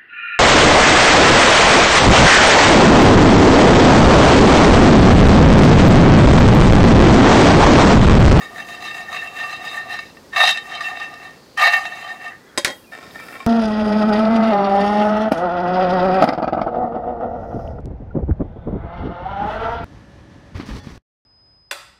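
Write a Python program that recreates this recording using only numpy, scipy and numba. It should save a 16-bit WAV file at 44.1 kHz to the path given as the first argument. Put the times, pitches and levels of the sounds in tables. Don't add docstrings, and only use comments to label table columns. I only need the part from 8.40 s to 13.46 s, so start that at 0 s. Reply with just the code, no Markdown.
import sys
import numpy as np
from scipy import signal
from scipy.fft import rfft, irfft
from scipy.io import wavfile
from scipy.ndimage import uniform_filter1d, minimum_filter1d
from numba import njit

SR = 44100
rng = np.random.default_rng(int(sys.argv[2]) if len(sys.argv) > 2 else 0)


def generate_wav(signal):
    frames = np.transpose(np.atleast_2d(signal))
    scaled = np.clip(frames, -1, 1) * 32767
    pcm = np.round(scaled).astype(np.int16)
    wavfile.write(sys.argv[1], SR, pcm)


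N = 223332
TIME = np.arange(N) / SR

PAN_HZ = [570, 705, 742, 815, 1180, 1212, 1800, 1824, 1890, 2224, 2670, 2697, 3098, 3741, 4055, 4485, 4915,
          5555, 6013, 6213, 6710, 6960, 7620, 8050, 9105, 9400, 10600, 11900, 13100]
# width in Hz (wider dies faster), level in dB.
PAN = [(50, -43), (26.1, -7), (29.2, -6), (28.8, -12), (20.4, -8), (21.3, -7), (35, -5), (12, 2.5),
       (45.4, -7), (22.3, -12), (30.3, -10.5), (14.7, -2.5), (13.5, -16), (23.3, -6.5), (16.8, -11.5),
       (30, -22.5), (30.2, -15.5), (28, -22), (25.3, -33), (30, -22.5), (30, -54), (45, -32), (30, -29.5),
       (90, -28), (34.6, -37), (70, -52.5), (40, -35), (69.6, -52), (90, -49)]

# start in seconds, hold in seconds, pan ring in dB, tap hardness in dB per octave, skin rustle in dB.
SWIRLS = [(.02, 0.029, -27, -3, -49), (.17, 0.046, -28.5, -1.5, -50), (.3, 0.045, -28.5, 0, -50),
          (.45, 0.037, -23, -0.5, -49.5), (.56, 0.053, -26, -1, -49), (.745, 0.022, -20.5, -0.5, -47),
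          (.85, 0.015, -25, -3.5, -48.5), (.98, 0.056, -23, -1.5, -49), (1.09, 0.04, -23.5, 1, -49.5),
          (1.26, 0.019, -21, -0.5, -49), (1.34, 0.043, -23.5, -2, -48), (1.53, 0.013, -22, -0.5, -49),
          (1.65, 0.027, -42, 9, -61)]
LANDINGS = [
    (1.591, 0.011, -32.5, 1, -58),
    (1.93, 0.03, -23, 0, -58),
    (1.961, 0.072, -10.5, -1.5, -42),
    (2.038, 0.051, -13.5, 3.5, -40.5),
    (2.408, 0.053, -25, 3.5, -54),
    (3.176, 0.019, -14, -1, -45),
    (3.21, 0.065, -8, -2.5, -39.5),
    (3.32, 0.042, -14, -1.5, -42),
]
ROLLS = [(2.15, 0.022, -24.5, 0, -62), (2.329, 0.032, -22.5, -0.5, -58), (2.26, 0.046, -35, -6, -54),
         (2.47, 0.052, -25, -5.5, -51), (2.598, 0.041, -25, -0.5, -62), (2.7, 0.031, -32, -7.5, -60),
         (2.83, 0.032, -31.5, -3, -58), (2.95, 0.015, -43.5, -6, -65), (3.41, 0.061, -24.5, -1, -54),
         (3.52, 0.11, -27, -3, -54.5), (3.65, 0.063, -25.5, -2.5, -56), (3.74, 0.027, -36, -14, -56),
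         (3.84, 0.017, -28.5, -2, -57), (3.885, 0.024, -38, -10, -59)]
STIRS = [
    (4.524, .02, -33, 0, -67),
    (4.62, 0.033, -36, 0, -64),
    (4.75, 0.1, -35.5, 0.0054, -53),
    (4.86, 0.023, -36, 0, -50),
    (4.925, 0.04, -34, 0, -47),
    (5.01, .04, -36, 0, -66),
]
SWIRL_RAMP, LANDING_RAMP, ROLL_RAMP, STIR_RAMP = (207, 215), (2300, 215), (194, 202), (600, 108)


def undb(db):
    return np.exp(np.asarray(db) * np.log(10) / 20)


def unit(x):
    return x / np.sqrt(np.mean(x ** 2))


def bump(t, s, length):
    return np.exp(-((t - s) / length) ** 2)


def wobble(rate):
    k = int(SR / rate)
    smooth = uniform_filter1d(rng.standard_normal(N), k)
    return unit(uniform_filter1d(smooth, k))


def curves(table):
    s, *columns = np.transpose(table)
    return [np.interp(TIME, s, c) for c in columns]


def colour(x, spectrum):
    hz, db = np.transpose(spectrum)
    grid = np.linspace(1, SR / 2, 2049)
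    cep = irfft(np.interp(np.log(grid), np.log(hz), db) * np.log(10) / 20)
    cep[1:2048] *= 2
    cep[2049:] = 0
    response = unit(irfft(np.exp(rfft(cep)))) / 64
    return signal.fftconvolve(x, response)[:N]


def strikes(times, sizes):
    return np.bincount(np.minimum((times * SR).astype(int), N - 1), sizes, N)


@njit
def mode(x, hz, width, load, sag):
    out, z = np.empty(len(x)), 0j
    pole = 0j
    for i in range(len(x)):
        if i % 32 == 0:
            pole = np.exp((2j * np.pi * hz * sag[i] - np.pi * width * load[i]) / SR)
        z = z * pole + x[i] + 1e-18
        out[i] = z.imag
    return out


def swell(start, hold, db, ramp):
    end = start + max(hold, 0)
    return np.interp(TIME, [start - 1, start, end, end + 1], [db - ramp[0], db, db, db - ramp[1]])


def moves(*kinds):
    power, weighted = 1e-12, 0
    for rows, ramp in kinds:
        for s, hold, db, hardness, _ in rows:
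            part = undb(2 * swell(s, hold, db, ramp))
            power = power + part
            weighted = weighted + hardness * part
    ring_db = 10 * np.log10(power)
    softening = 0.13 * np.clip(-28 - ring_db, 0, 30)
    return ring_db, weighted / power - softening


def ring(times, sizes, unison, tilt_db, modes, spot_db, load, sag):
    # time in seconds, mode in Hz, boost in dB.
    toss_spots = [(2.04, 1830, -1.5), (2.04, 1195, 4.5), (2.04, 3741, 2.5), (3.27, 1195, -3),
                  (3.27, 1830, 1.5), (3.24, 3741, -5), (3.29, 2690, 3.5), (3.29, 4485, 9), (.78, 2690, 2),
                  (2.04, 725, 2.5), (3.2, 725, -1)]
    # time in seconds, mode in Hz, boost in dB.
    mode_spots = [(0.06, 2690, -11), (0.132, 725, 11), (0.14, 1195, 9), (0.17, 2690, -10),
                  (0.19, 1830, 4.5), (0.2, 725, 5.5), (0.4, 725, 5.5), (0.43, 1830, -3.5),
                  (0.49, 1830, -2), (0.51, 725, -19), (0.51, 2224, 5.5), (0.51, 3741, 4), (0.53, 1195, -4),
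                  (0.63, 725, 4), (0.63, 1195, 3.5), (0.63, 1830, -10), (0.68, 1830, 6), (0.7, 725, 10),
                  (0.7, 2690, -6), (0.72, 1195, 6.5), (0.73, 1830, -2), (0.79, 1830, -4),
                  (0.79, 2690, 5.5), (0.8, 725, -8), (0.83, 1830, 3.5), (0.88, 2690, 5.5),
                  (0.89, 1830, -9), (0.91, 1195, 3), (0.94, 725, 6), (0.98, 725, -1), (0.99, 1195, -3.5),
                  (1.01, 3741, 4), (1.03, 2690, 5), (1.07, 1195, 5), (1.12, 3741, -8), (1.13, 2690, 1),
                  (1.15, 4055, 5), (1.19, 1830, -1), (1.2, 2690, 6.5), (1.21, 725, 8), (1.21, 1195, 6.5),
                  (1.29, 1195, -7), (1.3, 1830, -5), (1.31, 725, -4.5), (1.31, 3741, 7), (1.37, 2690, -4),
                  (1.41, 1830, 2), (1.46, 1195, 7), (1.47, 725, 11), (1.28, 1830, -5), (1.53, 4055, 6.5),
                  (1.54, 1195, -2), (1.58, 725, -10), (1.59, 2690, 3), (1.63, 2224, 13.5),
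                  (1.92, 725, -11), (1.92, 1830, 4), (1.95, 1195, 0.5), (1.98, 2224, 6.5), (1.98, 4055, -2),
                  (2.01, 2690, -1.5), (2.03, 3741, 7.5), (2.05, 1830, -6), (2.07, 725, -2.5),
                  (2.07, 3098, 1), (2.09, 1195, -7), (2.09, 2224, -3), (2.09, 4055, 1.5), (2.12, 1830, -2),
                  (2.13, 3741, 10.5), (2.14, 725, -11), (2.17, 1195, -5.5), (2.18, 2690, 3.5),
                  (2.21, 725, -11), (2.21, 3741, 8), (2.35, 3098, 8), (2.38, 1830, -7), (2.39, 2224, 7),
                  (2.4, 1195, 5.5), (2.41, 2690, -12), (2.44, 725, -2), (2.46, 2690, 9), (2.53, 725, 5.5),
                  (2.61, 3741, 6), (2.66, 2690, 5.5), (3.16, 725, -21), (3.19, 3098, 10), (3.17, 3741, -7),
                  (3.23, 725, -1), (3.275, 4055, 6), (3.24, 1195, 6.5), (3.24, 2224, 5), (3.25, 2690, -5.5),
                  (3.26, 1830, -1), (3.29, 1195, 0.5), (3.3, 3741, 3), (3.31, 725, -3.5),
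                  (3.34, 2690, -0.5), (3.35, 1830, 2.5), (3.35, 4055, 0), (3.37, 2224, 6), (3.4, 1195, 4.5),
                  (3.4, 2690, -4), (3.41, 3741, -14), (3.435, 1830, -9), (3.46, 2690, 6), (3.58, 1830, -5),
                  (3.64, 1830, -7), (3.64, 3098, 12), (3.67, 2690, -7), (3.74, 725, 3), (3.82, 1830, 4),
                  (3.93, 1830, 13),
                  (4.54, 1815, 6), (4.64, 1080, 9), (4.76, 1815, 3), (4.795, 1815, 6), (4.82, 2340, 9.5),
                  (4.83, 1333, 6), (4.89, 1333, 4.5), (4.935, 2687, 5.5), (4.96, 1815, 4.5), (4.97, 738, 1),
                  (5.01, 1080, 9.5), (5.01, 2340, 5), (4.93, 3700, -6), (.70, 3741, 1), (1.03, 1830, -2.5),
                  (2.55, 2690, 2.5), (3.98, 1830, 3.5), (3.2, 2690, 3.5)]
    press_spots = mode_spots
    toss_length_s, press_length_s, press_lead_s = 0.1, 0.023, 0.0064

    spot = rng.standard_normal((len(times), len(modes), 2))
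    knots = np.arange(0, N / SR + 1, .06)
    wander = [np.interp(times, knots, w) for w in rng.standard_normal((len(modes), len(knots)))]
    spot[:, :, 0] += 0.2 * np.transpose(wander)

    out = np.zeros(N)
    for k, (hz, width, db) in enumerate(modes):
        toss_db = sum(more_db * bump(times, s, toss_length_s)
                      for s, spot_hz, more_db in toss_spots if abs(np.log(hz / spot_hz)) < .06)
        favour_db = sum(more_db * bump(times + press_lead_s, s, press_length_s)
                        for s, spot_hz, more_db in press_spots if abs(np.log(hz / spot_hz)) < .045)
        in_step = (.03 * np.maximum(favour_db, 0) + unison) * np.cos(2 * np.pi * hz * times)
        sign = np.sign(spot[:, k, 1] + in_step)
        hard_db = tilt_db * max(np.log2(hz / 1800), -.5)
        gain = undb(db + toss_db + favour_db + hard_db + spot_db * spot[:, k, 0]) * sign
        push = strikes(times, sizes * gain) * np.sqrt(width / 30)
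        out += mode(push, float(hz), float(max(width, 2)), load, sag)
    return out


def nuts(motion, span, taps, modes, shell, rate, knock_db, tap_db, tick_db, low_hz, spot_db, scatter_db):
    # time in seconds, boost in dB.
    surges = [(0.988, 2), (1.038, 6), (1.966, 3), (2.009, 6.5), (2.037, 11), (2.076, 9), (2.093, 8),
              (2.106, 7), (3.198, 4), (3.224, 5.5), (3.244, 3), (3.272, 7), (3.337, 8)]
    # time in seconds, boost in dB.
    clusters = [(.024, 3), (0.159, 3), (0.182, 8), (.229, 0), (.291, 3), (.424, 3.5), (.453, 6), (.512, 8),
                (.546, 10.5), (.583, 4), (.734, 2.5), (0.748, 5), (.766, 7), (.785, 3.5), (.818, 7.5),
                (.869, -1), (1.0, 4.5), (1.095, 1.5), (1.241, 2.5), (1.27, 3), (1.497, 5.5), (1.511, 7),
                (1.553, 2), (1.592, 6), (1.628, 7), (2.053, 7), (2.148, 5.5), (2.174, 2.5), (2.3, 4),
                (2.321, 0), (2.354, 6), (2.409, 8), (2.46, 2), (2.566, 3), (2.601, 7.5), (3.378, 2.5),
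                (3.414, 4), (3.455, 6), (3.699, 0.5), (3.856, 3), (4.527, 5), (4.548, 2), (4.758, 8),
                (4.793, -1), (4.832, 6), (4.856, 1), (4.886, 8), (4.927, 4), (4.726, 5), (4.968, 5),
                (5.01, 2), (5.043, 3)]
    surge_length_s, cluster_length_s = 0.0042, 0.0024
    choke_after_s, choke_length_s = 0.013, 0.0093

    (ring_db, hardness), (start, end) = motion, span
    chance = rng.random((int(rate * (end - start)), 3))
    times = start + (end - start) * chance[:, 0]
    at = np.minimum((times * SR).astype(int), N - 1)
    surge_db = sum(db * bump(times, s, surge_length_s) for s, db in surges)
    surge_db += sum(db * bump(times, s, cluster_length_s) for s, db in clusters)
    uneven_db = .4 * wobble(70)[at]
    sizes = undb(-scatter_db * np.log(chance[:, 1]))
    sizes = sizes / np.sqrt(rate * np.mean(sizes ** 2))
    sizes = sizes * undb(ring_db[at] + surge_db + uneven_db)

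    load = 1 + 0.086 * np.clip((ring_db + 40) / 25, 0, 1) + 0.068 * wobble(31) ** 2
    load += np.clip((-32.5 - ring_db) / 8, 0, 1)
    choke = sum(max(db, 0) * bump(TIME[::64], s + choke_after_s, choke_length_s)
                for s, db in [*surges, *clusters])
    load += 0.06 * np.repeat(choke, 64)[:N]
    sag = 1 + 0.0022 * wobble(43)

    s, peak_db, low_db = np.transpose(taps)
    peak_db = np.minimum(peak_db, -11)
    shower = undb(14) * sizes * np.sqrt(load[at])
    tilt_db = np.r_[hardness[at], np.clip(-.3 * low_db, -6, 6)]
    unison = .03 * np.r_[np.maximum(surge_db, 0), 0 * s]
    all_sizes = np.r_[shower, undb(peak_db + tap_db)]
    pan = ring(np.r_[times, s], all_sizes, unison, tilt_db, modes, spot_db, load, sag)
    pan = signal.sosfilt(signal.butter(4, low_hz, "high", fs=SR, output="sos"), pan)

    knock = undb(knock_db) * strikes(times, sizes * np.sign(chance[:, 2] - .5))
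    tick = strikes(s, undb(peak_db + tick_db))
    return pan + colour(knock + tick, shell)


def shaken_nuts():
    # time in seconds, peak in dB, low modes over high in dB.
    clear_taps = [(0.2885, -26, -20), (0.3491, -23, -24), (0.405, -26, -16), (0.7285, -11, 2),
                  (0.8733, -20, -10), (0.967, -27, -10), (1.165, -24, -21), (1.3192, -38, -9),
                  (1.5891, -11, -5), (1.699, -27, -4), (1.77, -21.5, 8), (1.921, -38, -2), (1.942, -22, 11),
                  (1.9666, -2.5, 7), (2.072, 1, -28), (2.173, -10, -16), (2.351, -17, -22),
                  (2.4078, -11, -1), (2.6358, -25, -19), (2.7393, -25, -20), (2.908, -28, -12),
                  (2.94, -30, -3), (3.062, -33, -3), (3.1745, -5, -11), (3.1968, -7, -6),
                  (3.5577, -22.5, -29), (3.8445, -17.5, -4), (3.88, -19.5, -14), (3.96, -38, -16)]
    # pitch in Hz, level in dB per Hz.
    nut_knock = [(300, -50), (600, -32), (1000, -26), (2000, 2.5), (3300, -13.5), (5000, -18.5),
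                 (8000, -24), (15500, -52)]
    hand = moves((SWIRLS, SWIRL_RAMP), (LANDINGS, LANDING_RAMP), (ROLLS, ROLL_RAMP))
    return nuts(hand, (0, 4.05), clear_taps, np.c_[PAN_HZ, PAN], nut_knock, rate=4000, knock_db=26,
                tap_db=-16.5, tick_db=-7, low_hz=630, spot_db=3.5, scatter_db=2.5)


def rustle():
    lead_s, skin_ramp = 0.016, (220, 200)
    slides = [swell(s - lead_s, hold, db, skin_ramp) for s, hold, *_, db in [*SWIRLS, *ROLLS, *STIRS]]
    falls = [swell(s, hold, db, LANDING_RAMP) for s, hold, *_, db in LANDINGS]
    settle = swell(4.33, .04, -49, (400, 52))
    return np.sqrt(sum(undb(2 * db) for db in slides + falls + [settle]))


def skins():
    # time in seconds, peak in dB.
    skin_cracks = [(0.7826, -45), (0.9722, -42), (1.2481, -37), (1.3379, -44), (1.5279, -38), (1.165, -42),
                   (1.567, -44), (1.591, -42), (1.602, -42), (2.187, -44), (1.952, -34), (1.966, -35),
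                   (2.008, -31), (2.028, -17), (2.0724, -27), (2.148, -40), (2.0904, -31.5), (2.108, -20),
                   (2.172, -50), (2.4064, -44), (2.631, -41), (3.1767, -38), (3.197, -32), (3.222, -32),
                   (3.232, -32), (3.2695, -37), (3.287, -36), (3.335, -33), (3.455, -37), (3.467, -31)]
    s, peak_db = np.transpose(skin_cracks)
    snaps = signal.lfilter([1], [1, -.975], strikes(s, undb(peak_db - 9)))
    gain = rustle()
    rub = gain * undb(0.94 * wobble(60) - 6)
    grit = (rub + snaps) * rng.laplace(size=N)
    soft_db = np.clip(20 * np.log10(gain + 1e-9) + 42, -10, 0)
    held = TIME < 4.1
    top, still = np.zeros(N), np.ones(N)
    for hz, (width, _) in zip(PAN_HZ, PAN):
        if hz > 6100:
            push = grit * held * undb(soft_db * np.log2(hz / 7000))
            top += np.sqrt(width) * mode(push, float(hz), float(width), still, still)
    hiss = colour(grit, [(3000, -38), (6000, -28), (9000, -5.5), (12000, -7), (15700, -6)])
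    return hiss + undb(-42.5) * top


def flame_and_air():
    # pitch in Hz, level in dB per Hz.
    air_tone = [(12, -44), (40, -11), (207, -2), (563, -4.5), (684, -9.5), (1070, -13), (2910, -22),
                (3440, -20), (4410, -19), (6340, -23.5), (11100, -32), (15400, -31.5)]
    # time in seconds, level in dB.
    air_level = [(0, -48.5), (1.5, -49.5), (2.76, -49), (3.5, -52), (4.52, -53.5), (4.73, -47.5),
                 (5.06, -52.5)]
    level_db = curves(air_level)[0] + 3.5 + 0.53 * wobble(1.2)
    return undb(level_db) * colour(rng.standard_normal(N), air_tone)


def insects():
    # time in seconds, level in dB, pitch in Hz.
    swarm_course = [(0, -57, 4810), (1.7, -60, 4960), (2.8, -58, 5090), (3.17, -54, 4360), (3.9, -67, 4760),
                    (4.51, -66, 4850), (4.53, -51.5, 5000), (5.06, -50.5, 5020)]
    insect_db, hz = curves(swarm_course)
    noise = rng.standard_normal(N) + 1j * rng.standard_normal(N)
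    swarm = signal.lfilter(*signal.butter(3, 400, fs=SR), noise)
    swarm = unit((swarm * np.exp(2j * np.pi * np.cumsum(hz) / SR)).real)
    return undb(insect_db - 4 + 1.3 * wobble(25)) * swarm


def far_bird():
    # start in seconds, end in seconds, start pitch in Hz, end pitch in Hz, level in dB.
    bird_notes = [
        (4.07, 4.12, 3450, 3200, -60),
        (4.435, 4.465, 2850, 2600, -58),
        (4.465, 4.512, 2470, 2430, -55),
        (4.0, 4.11, 1960, 2010, -60),
        (1.84, 1.87, 1950, 1900, -56),
        (4.37, 4.4, 3000, 2800, -62),
    ]
    out = np.zeros(N)
    flutter = undb(2 * wobble(150) + 3.5)
    for start, end, start_hz, end_hz, db in bird_notes:
        span = slice(int(start * SR), int(end * SR))
        part = (TIME[span] - start) / (end - start)
        phase = 2 * np.pi * np.cumsum(start_hz + (end_hz - start_hz) * part) / SR
        shape = np.sin(np.pi * part).clip(0) ** .6
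        out[span] += undb(db) * flutter[span] * shape * np.sin(phase)
    return out


def set_down():
    # time in seconds, peak in dB, time for the chatter to fall 60 dB in seconds, low thud over crack in dB.
    contacts = [(4.175, -3.5, 0.02, -3), (4.179, -8.5, 0.063, 0), (4.178, -3.5, 0.12, -23),
                (4.186, -19, 0.3, -13), (4.193, -23, 0.13, -14), (4.246, 8, 0.096, -44),
                (4.247, -5, 0.049, -28), (4.254, -22, 0.23, -23), (4.271, -14, 0.15, -3),
                (4.279, -10, 0.055, -9), (4.288, -19, 0.1, 3.5), (4.301, -17, 0.2, -6)]
    # pitch in Hz, width in Hz, level in the first contact in dB, level in the second in dB.
    support_modes = [(370, 42, -17, -15.5), (580, 36, -0.5, -2.5), (850, 65, -5, -5), (1056, 51, -3, -8),
                     (1480, 69, -29, -6), (1946, 62, -5.5, -3), (2120, 73, -27, -13), (3240, 11, -21, -13),
                     (3760, 22, -7.5, -17), (4160, 50, -25, -25), (4920, 77, -3, -21),
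                     (6240, 57, -14.5, -31), (6700, 73, -13, -21), (7780, 58, -9, -18),
                     (8000, 61, -14, -25), (9346, 56, -9, -30)]
    # pitch in Hz, level in dB per Hz.
    crack_tone = [(24, -70), (40, -17), (139, -19), (795, -1.5), (1100, 0), (2050, 5.5), (3050, -5),
                  (4120, 1), (9370, -11.5), (15400, -27)]

    crack, thud = np.zeros(N), np.zeros(N)
    after = np.arange(SR // 4) / SR
    for s, peak_db, t60, low_db in contacts:
        begin = int((s + .0012) * SR)
        span = slice(begin, begin + len(after))
        chatter = rng.laplace(size=len(after)) * undb(-60 * after / t60)
        blow = np.sign(rng.standard_normal(len(after))) * undb(-60 * after / .002)
        crack[span] += undb(peak_db) * (undb(-5.5) * blow + undb(-22.5) * chatter)
        thud[span] += undb(peak_db + 0.73 * low_db) * ((after == 0) + undb(-23) * chatter)

    still, first = np.ones(N), TIME < 4.24
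    body = np.zeros(N)
    for hz, width, first_db, second_db in support_modes:
        push = thud * np.where(first, undb(first_db), undb(second_db))
        body += mode(push, float(hz), float(width), still, still)
    body = signal.sosfilt(signal.butter(2, 200, "high", fs=SR, output="sos"), body)

    graze = colour(rng.laplace(size=N), [(600, -19), (1300, 1), (1650, 6), (2100, -5), (4000, -42), (9000, -31)])
    graze_db = swell(4.146, .02, -48.5, (67, 59)) + 0.51 * wobble(40)
    graze = undb(graze_db) * (TIME < 4.515) * unit(graze)
    thump = undb(-23) * bump(TIME, 4.2475, 0.00074)
    return thump + colour(crack, crack_tone) + undb(-11) * body + graze


def stirred_nuts():
    # time in seconds, peak in dB, low modes over high in dB.
    stir_taps = [(4.5243, -29, 0), (4.61, -29, -11), (4.7092, -26, -15), (4.7562, -26, -21),
                 (4.7903, -25, -14), (4.8523, -28, -13), (4.884, -26, -3), (4.9245, -26, -5),
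                 (4.954, -18, -8), (5.003, -23, -4), (5.0413, -36, -8)]
    # pitch in Hz, width in Hz, level in dB.
    resting_pan = [(738, 78, -5.5), (1080, 18, -10.5), (1333, 44, -5.5), (1424, 25, -11), (1815, 32, -1),
                   (2340, 36, -6), (2687, 24, -12), (3190, 55, -17.5), (3700, 46, -9)]
    # pitch in Hz, level in dB per Hz.
    stir_knock = [(120, -31), (250, 2), (750, -1.5), (950, -18), (1400, -6.5), (2300, 0), (2600, -10.5),
                  (5000, -21), (5800, -22), (7800, -15.5), (15500, -44)]
    return nuts(moves((STIRS, STIR_RAMP)), (4.515, N / SR), stir_taps, resting_pan, stir_knock, rate=2000,
                knock_db=35, tap_db=-14.5, tick_db=-12, low_hz=403, spot_db=4, scatter_db=3.5)


def scene():
    pan = shaken_nuts() + skins() + set_down() + stirred_nuts()
    garden = flame_and_air() + insects() + far_bird()
    return (pan + garden)[None]


def roll_off(x):
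    return signal.sosfilt(signal.butter(12, 15740, fs=SR, output="sos"), x)


def record(dry):
    room_left = np.minimum(1, 1 / (np.abs(dry) + 1e-9))
    gain = uniform_filter1d(minimum_filter1d(room_left, size=221), size=111)
    top = signal.ellip(8, .2, 50, 15760, fs=SR, output="sos")
    mix = np.clip(signal.sosfilt(top, dry * gain), -1, 1)
    return roll_off(mix)


dry = scene()
out = record(dry)
generate_wav(out)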